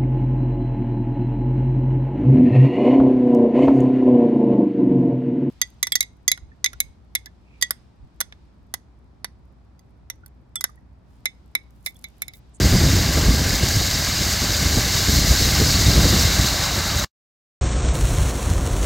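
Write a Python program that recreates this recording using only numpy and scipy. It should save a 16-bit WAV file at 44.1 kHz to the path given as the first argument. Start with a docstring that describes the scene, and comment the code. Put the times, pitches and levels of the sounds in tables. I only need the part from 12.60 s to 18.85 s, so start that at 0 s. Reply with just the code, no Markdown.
"""Flooded street, at a car's open side window: the wheel churns the water and throws a hissing sheet
of spray while gusts buffet the microphone. After a short silence, the closed cabin on a wet highway:
engine drone, tyre rumble, heavy rain on the windscreen. Water is ringing bubbles, clicks and noise;
wind and tyres are shaped noise; the engine is a sum of firing orders. One microphone, mono."""
import sys
import numpy as np
from scipy import signal
from scipy.fft import rfft, irfft, next_fast_len
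from scipy.io import wavfile
from scipy.ndimage import uniform_filter1d

SR = 44100
rng = np.random.default_rng(int(sys.argv[2]) if len(sys.argv) > 2 else 0)


def dump(signal):
    """Clip the signal to [-1, 1] and save it as 16-bit WAV at the path in sys.argv[1]."""
    limited = np.clip(np.atleast_2d(signal).T, -1, 1)
    pcm = np.round(limited * 32767).astype(np.int16)
    wavfile.write(sys.argv[1], SR, pcm)


N = 275625
TIME_S = np.arange(N) / SR
WINDOW_SPAN_S, CABIN_SPAN_S = (0, 4.447), (5.011, 6.3)

# Engine drone (time [s], level [dB])
ENGINE_LEVEL = [(5.0, -23), (5.6, -20), (5.8, -30.5)]
# Engine orders (multiple of firing rate, relative level [dB])
ENGINE_ORDERS = [(1, 2.5), (2, -5), (2.5, -10), (4, -28)]
# Tyre rumble (time [s], relative level [dB])
TYRE_LEVEL = [(5.02, -19.5), (5.13, -24), (5.38, -17), (5.54, -21.5), (5.605, -13.5), (5.69, -24),
              (5.82, -26), (5.9, -17), (6.25, -21)]
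# Rain wash (time [s], level [dB])
RAIN_LEVEL = [(5.0, -33.5), (5.72, -33), (6.14, -35), (6.2, -31)]
# Fat drops on the windscreen (time [s], relative peak [dB])
FAT_DROPS = [(5.409, -17), (5.782, -30), (5.857, -28), (5.8989, -18.5), (5.979, -21), (6.0944, -35),
             (6.1318, -24), (6.1653, -19)]
# Cabin spectra: tyre rumble, road roar, struck glass (frequency [Hz], relative density [dB])
TYRE_SPECTRUM = [(12, -41), (20, -18), (48, 3), (70, 0.5), (130, -8.5), (159, -13.5), (183, -23),
                 (200, -23), (260, -52), (440, -120)]
ROAR_SPECTRUM = [(100, -24), (170, -0.5), (188, -2.5), (367, -4), (411, -7.5), (505, -6), (656, -9.5),
                 (734, -8.5), (807, -15), (1020, -12), (1600, -21), (2080, -46), (3520, -120)]
GLASS_SPECTRUM = [(600, -12), (1400, 2), (2500, -.5), (4400, -1.5), (4900, -9.5), (5450, -.5), (6600, 1),
                  (8300, -.5), (10400, -7.5), (12500, -14), (15500, -12)]

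# Airflow past the window (time [s], relative level [dB])
AIRFLOW_LEVEL = [(0, -15), (0.37, -17), (0.49, -22.5), (0.72, -16), (0.96, -25), (1.12, -22.5),
                 (1.35, -25.5), (1.8, -26.5), (2.13, -22), (2.3, -26.5), (2.5, -20.5), (2.88, -21),
                 (3.42, -17.5), (3.9, -25.5), (4.42, -26.5)]
# Gusts on the microphone (crest time [s], relative thump [dB], relative slap [dB])
GUSTS = [(0.055, -13, -21), (0.135, -16.5, -24), (0.28, -14.5, -21), (0.365, -15, -25.5),
         (0.58, -14.5, -18), (0.69, -10, -20.5), (1.035, -16, -25), (1.17, -15, -28), (2.06, -17, -28),
         (2.18, -16, -18.5), (2.57, -12.5, -30), (2.71, -10.5, -34), (3.015, -10.5, -15.5),
         (3.28, -10, -24), (3.385, -11, -20), (3.455, -13.5, -18), (3.54, -14.5, -19), (3.65, -14, -33),
         (3.8, -13.5, -42), (4.37, -19, -38)]
# Wind spectra: deep buffeting, fine eddies (frequency [Hz], relative density [dB])
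BUFFET_SPECTRUM = [(12, -34), (20, -27.5), (45, -5), (65, 0.5), (86, -1), (200, -13.5), (260, -38),
                   (440, -120)]
EDDY_SPECTRUM = [(120, -14.5), (200, 0), (280, -1), (420, -8), (600, -12), (1000, -23.5), (2000, -37.5)]

# Reflections off door, mirror and window frame (delay [s], gain [dB])
DOOR_ECHOES = [(.0023, -29), (.0052, -20), (.0087, -18)]
# Lone splashes on the door (time [s], relative peak [dB])
DOOR_SPLASHES = [(0.9525, -3), (1.0856, -1), (1.1493, -20), (1.2645, -5), (2.0193, -15.5)]
# Water sheet off the wheel (time [s], hiss centre [Hz], relative hiss [dB], slosh [dB])
WATER_SHEET = [(0, 4870, -26, -41), (1.0, 4890, -38, -45.5), (2.0, 4570, -37, -40), (3.0, 4144, -29, -40.5),
               (3.6, 3940, -26.5, -34.5), (4.42, 3893, -30.5, -33)]
# Bow wave (time [s], relative churn [dB], relative spray [dB])
BOW_WAVE_LEVELS = [(0, -28.5, -24.0), (0.35, -29.0, -23), (0.55, -29, -24.5), (1.3, -29.5, -23.5),
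                   (1.95, -29.5, -23.5), (2.65, -28.0, -20.5), (3.1, -27.5, -20.5), (3.7, -27, -21),
                   (4.0, -29, -24.0), (4.42, -31, -26)]
# Water spectra: tumbling slosh, wheel churn, falling spray (frequency [Hz], relative density [dB])
SLOSH_SPECTRUM = [(250, -25), (480, -6.5), (650, 1.5), (900, -0.5), (1150, 3.5), (1500, 1), (2300, -28.5)]
CHURN_SPECTRUM = [(260, -27.5), (450, -21), (524, -6), (653, 2), (735, -6), (807, -3.5), (908, -10.5),
                  (1070, -3), (1370, -5.5), (1600, 3), (1800, -2), (2100, 2), (2550, -6.5), (2780, -1),
                  (3400, -7.5), (4420, -42.5), (7480, -120)]
SPRAY_SPECTRUM = [(2000, -34.5), (3350, -11.5), (3750, -3), (4800, -1), (5750, -5), (6400, -3),
                  (7300, -5.5), (8600, -14.5), (10600, -19.5), (11800, -18), (12300, -13), (13500, -14.5),
                  (15700, -17)]


def from_db(db):
    """Decibels to gain."""
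    return 10 ** (np.asarray(db) / 20)


def unit_rms(x):
    """Scale to unit power."""
    return x / np.sqrt(np.mean(x ** 2) + 1e-20)


def curves(table):
    """Columns of a time table, interpolated per sample."""
    times_s, *columns = np.transpose(table)
    return [np.interp(TIME_S, times_s, column) for column in columns]


def gate(start_s, end_s):
    """On between two times, abrupt edges."""
    return uniform_filter1d(((TIME_S >= start_s) & (TIME_S < end_s)) * 1., size=64)


def low_pass(x, cutoff_hz):
    """Steep treble cut."""
    return signal.sosfilt(signal.ellip(12, .1, 90, cutoff_hz, fs=SR, output="sos"), x + 1e-18)


def coloured(x, spectrum):
    """Minimum-phase filter with the given spectrum."""
    size = 2 * next_fast_len(N // 2 + SR // 10)
    hz, db = np.transpose(spectrum)
    grid_hz = np.maximum(np.arange(size // 2 + 1) * SR / size, 1)
    gain = from_db(np.interp(np.log(grid_hz), np.log(hz), db))
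    cepstrum = irfft(np.log(gain))
    cepstrum[1:size // 2] *= 2
    cepstrum[size // 2 + 1:] = 0
    return irfft(rfft(x, size) * np.exp(rfft(cepstrum)))[:N]


def drift(corner_hz):
    """Slow random wander, unit RMS: noise through two one-pole low-passes."""
    hop, warm_up = 40, 2000
    pole = np.exp(-2 * np.pi * corner_hz * hop / SR)
    noise = rng.standard_normal(N // hop + warm_up + 2)
    slow = signal.lfilter([1], [1, -2 * pole, pole * pole], noise)[warm_up:]
    return np.interp(np.arange(N) / hop, np.arange(len(slow)), unit_rms(slow))


def swells(crests_s, levels_db, half_length_s):
    """Bell-shaped gain around each crest."""
    return sum(from_db(db) * np.exp(-((TIME_S - crest_s) / half_length_s) ** 2)
               for crest_s, db in zip(crests_s, levels_db))


def turbulence(spectrum, steady_s):
    """Shaped noise, power steady over spans beyond steady_s."""
    noise = unit_rms(coloured(rng.standard_normal(N), spectrum))
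    power = uniform_filter1d(noise ** 2, int(steady_s * SR))
    return noise / np.sqrt(power + 1e-6)


def impacts(per_s, spread_db):
    """Random clicks, mostly small, a few large."""
    sizes = from_db(spread_db * np.minimum(rng.exponential(1, N), 5))
    return unit_rms(sizes * rng.choice([-1, 1], N) * (rng.random(N) < per_s / SR))


def bubbles(per_s, low_hz, high_hz, ring_cycles, spread_db, size_count=40):
    """Randomly born bubbles: size sets pitch; each fades 60 dB in ring_cycles."""
    births = impacts(per_s, spread_db)
    size_index = rng.integers(0, size_count, N)
    ringing = np.zeros(N)
    for k, hz in enumerate(np.geomspace(low_hz, high_hz, size_count)):
        radius = np.exp(-np.log(1000) * hz / (ring_cycles * SR))
        resonator = [1, -2 * radius * np.cos(2 * np.pi * hz / SR), radius * radius]
        ringing += np.sqrt(hz) * signal.lfilter([1, 0, -1], resonator, births * (size_index == k) + 1e-18)
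    return unit_rms(ringing)


def spatter(drops, spectrum, decay_s):
    """Bursting drops: a few milliseconds of decaying noise each."""
    decay = np.exp(-TIME_S[:SR // 20] / decay_s)
    hits = np.zeros(N)
    for time_s, db in drops:
        start = round(time_s * SR)
        hits[start:start + len(decay)] += from_db(db) * rng.standard_normal(len(decay)) * decay
    return coloured(hits, spectrum)


def engine(firing_hz=59.7):
    """Firing orders drone through the body at cruise, wavering slightly."""
    level_db, = curves(ENGINE_LEVEL)
    phase = 2 * np.pi * np.cumsum(firing_hz * (1 + 0.014 * drift(6.5))) / SR
    drone = sum(from_db(db + 1.9 * drift(4.3)) * np.sin(order * phase + rng.uniform(0, 2 * np.pi))
                for order, db in ENGINE_ORDERS)
    return unit_rms(drone) * from_db(level_db)


def tyres():
    """Tyres boom and roar through the floor."""
    level_db, = curves(TYRE_LEVEL)
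    boom = turbulence(TYRE_SPECTRUM, steady_s=0.082) * from_db(level_db - 0.4 + 1.5 * drift(17))
    roar = turbulence(ROAR_SPECTRUM, steady_s=0.13) * from_db(-30 + 1.04 * drift(43))
    return boom + roar


def rain(flurry_db=1.4):
    """Rain ticks on the glass over a wash of fine drops, in flurries; a few fat drops burst."""
    level_db, = curves(RAIN_LEVEL)
    patter = impacts(per_s=820, spread_db=4) + from_db(6) * rng.standard_normal(N)
    wash = unit_rms(coloured(patter, GLASS_SPECTRUM)) * from_db(level_db + flurry_db * drift(24))
    return wash + from_db(-4) * spatter(FAT_DROPS, GLASS_SPECTRUM, decay_s=0.0067)


def wind(gust_trim_db=-1.5):
    """Airflow buffets the microphone and breaks into flutter; each gust adds a thump and a slap."""
    air_db, = curves(AIRFLOW_LEVEL)
    crests_s, thump_db, slap_db = np.transpose(GUSTS)
    lumps = drift(25)
    buffet_gain = from_db(air_db - 0.5 + 2 * lumps)
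    flutter_gain = from_db(air_db - air_db.mean() - 32 + 2.78 * lumps)
    thump_gain = swells(crests_s, thump_db + gust_trim_db, half_length_s=0.023)
    slap_gain = swells(crests_s, slap_db + gust_trim_db, half_length_s=0.015)
    buffet = turbulence(BUFFET_SPECTRUM, steady_s=0.05) * np.hypot(buffet_gain, thump_gain)
    flutter = turbulence(EDDY_SPECTRUM, steady_s=0.039) * np.hypot(flutter_gain, slap_gain)
    return buffet + flutter


def door_reflections(x):
    """Close echoes ripple the spectrum; the hiss turns slightly hollow."""
    return x + sum(from_db(db) * np.pad(x, (round(delay_s * SR), 0))[:N] for delay_s, db in DOOR_ECHOES)


def door_splashes():
    """Lone splashes burst against the door."""
    return from_db(-5) * spatter(DOOR_SPLASHES, SPRAY_SPECTRUM, decay_s=0.0037)


def water_sheet(half_width_hz=230):
    """The sheet thickens and its drops grow: the hiss sinks in pitch, a deep slosh swells."""
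    centre_hz, hiss_db, slosh_db = curves(WATER_SHEET)
    phase = 2 * np.pi * np.cumsum(centre_hz) / SR
    baseband = signal.butter(2, half_width_hz, fs=SR, output="sos")
    in_phase, quadrature = signal.sosfilt(baseband, rng.standard_normal((2, N)))
    hiss = unit_rms(in_phase * np.cos(phase) + quadrature * np.sin(phase))
    glugs = bubbles(per_s=350, low_hz=436, high_hz=1617, ring_cycles=17, spread_db=1.5)
    slosh = unit_rms(coloured(glugs + from_db(7) * rng.standard_normal(N), SLOSH_SPECTRUM))
    return hiss * from_db(hiss_db - 5) + slosh * from_db(slosh_db)


def bow_wave():
    """The wheel churns up bubbles; spray falls back in clumps of fizzing droplets."""
    churn_db, spray_db = curves(BOW_WAVE_LEVELS)
    clumps = drift(15)
    gurgle = from_db(-9.5) * bubbles(per_s=500, low_hz=697, high_hz=3652, ring_cycles=45, spread_db=1.5)
    plops = from_db(0.5) * impacts(per_s=900, spread_db=0)
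    churn = unit_rms(coloured(gurgle + plops + rng.standard_normal(N), CHURN_SPECTRUM))
    fizz = from_db(-6) * bubbles(per_s=900, low_hz=3010, high_hz=14040, ring_cycles=130, spread_db=2.5)
    splats = impacts(per_s=2600 * from_db(2.3 * clumps), spread_db=2)
    spray = unit_rms(coloured(fizz + splats + from_db(3.5) * rng.standard_normal(N), SPRAY_SPECTRUM))
    churn_gain = from_db(churn_db - 0.36 + 0.5 * drift(27))
    spray_gain = from_db(spray_db - 0.3 + 0.5 * clumps)
    return churn * churn_gain + spray * spray_gain


def scene(muffled_hz=8700, brightens_s=5.335):
    """Open window, silence, then the cabin, slightly muffled at first."""
    water = door_reflections(bow_wave() + door_splashes() + water_sheet())
    tail_gain = from_db(-14.5 - 1000 * np.abs(TIME_S - WINDOW_SPAN_S[1]))
    outside = (water + wind()) * np.maximum(gate(*WINDOW_SPAN_S), tail_gain)
    cabin = (engine() + tyres() + rain()) * gate(*CABIN_SPAN_S)
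    bright = gate(brightens_s, CABIN_SPAN_S[1])
    inside = bright * cabin + (1 - bright) * low_pass(cabin, muffled_hz)
    return np.tile(outside + inside, (2, 1))


def record(dry):
    """Soft peak limit, then a top cut."""
    rounded = dry / (1 + (dry / 0.8) ** 6) ** (1 / 6)
    return low_pass(rounded, cutoff_hz=15750)


dry = scene()
out = record(dry)
dump(out)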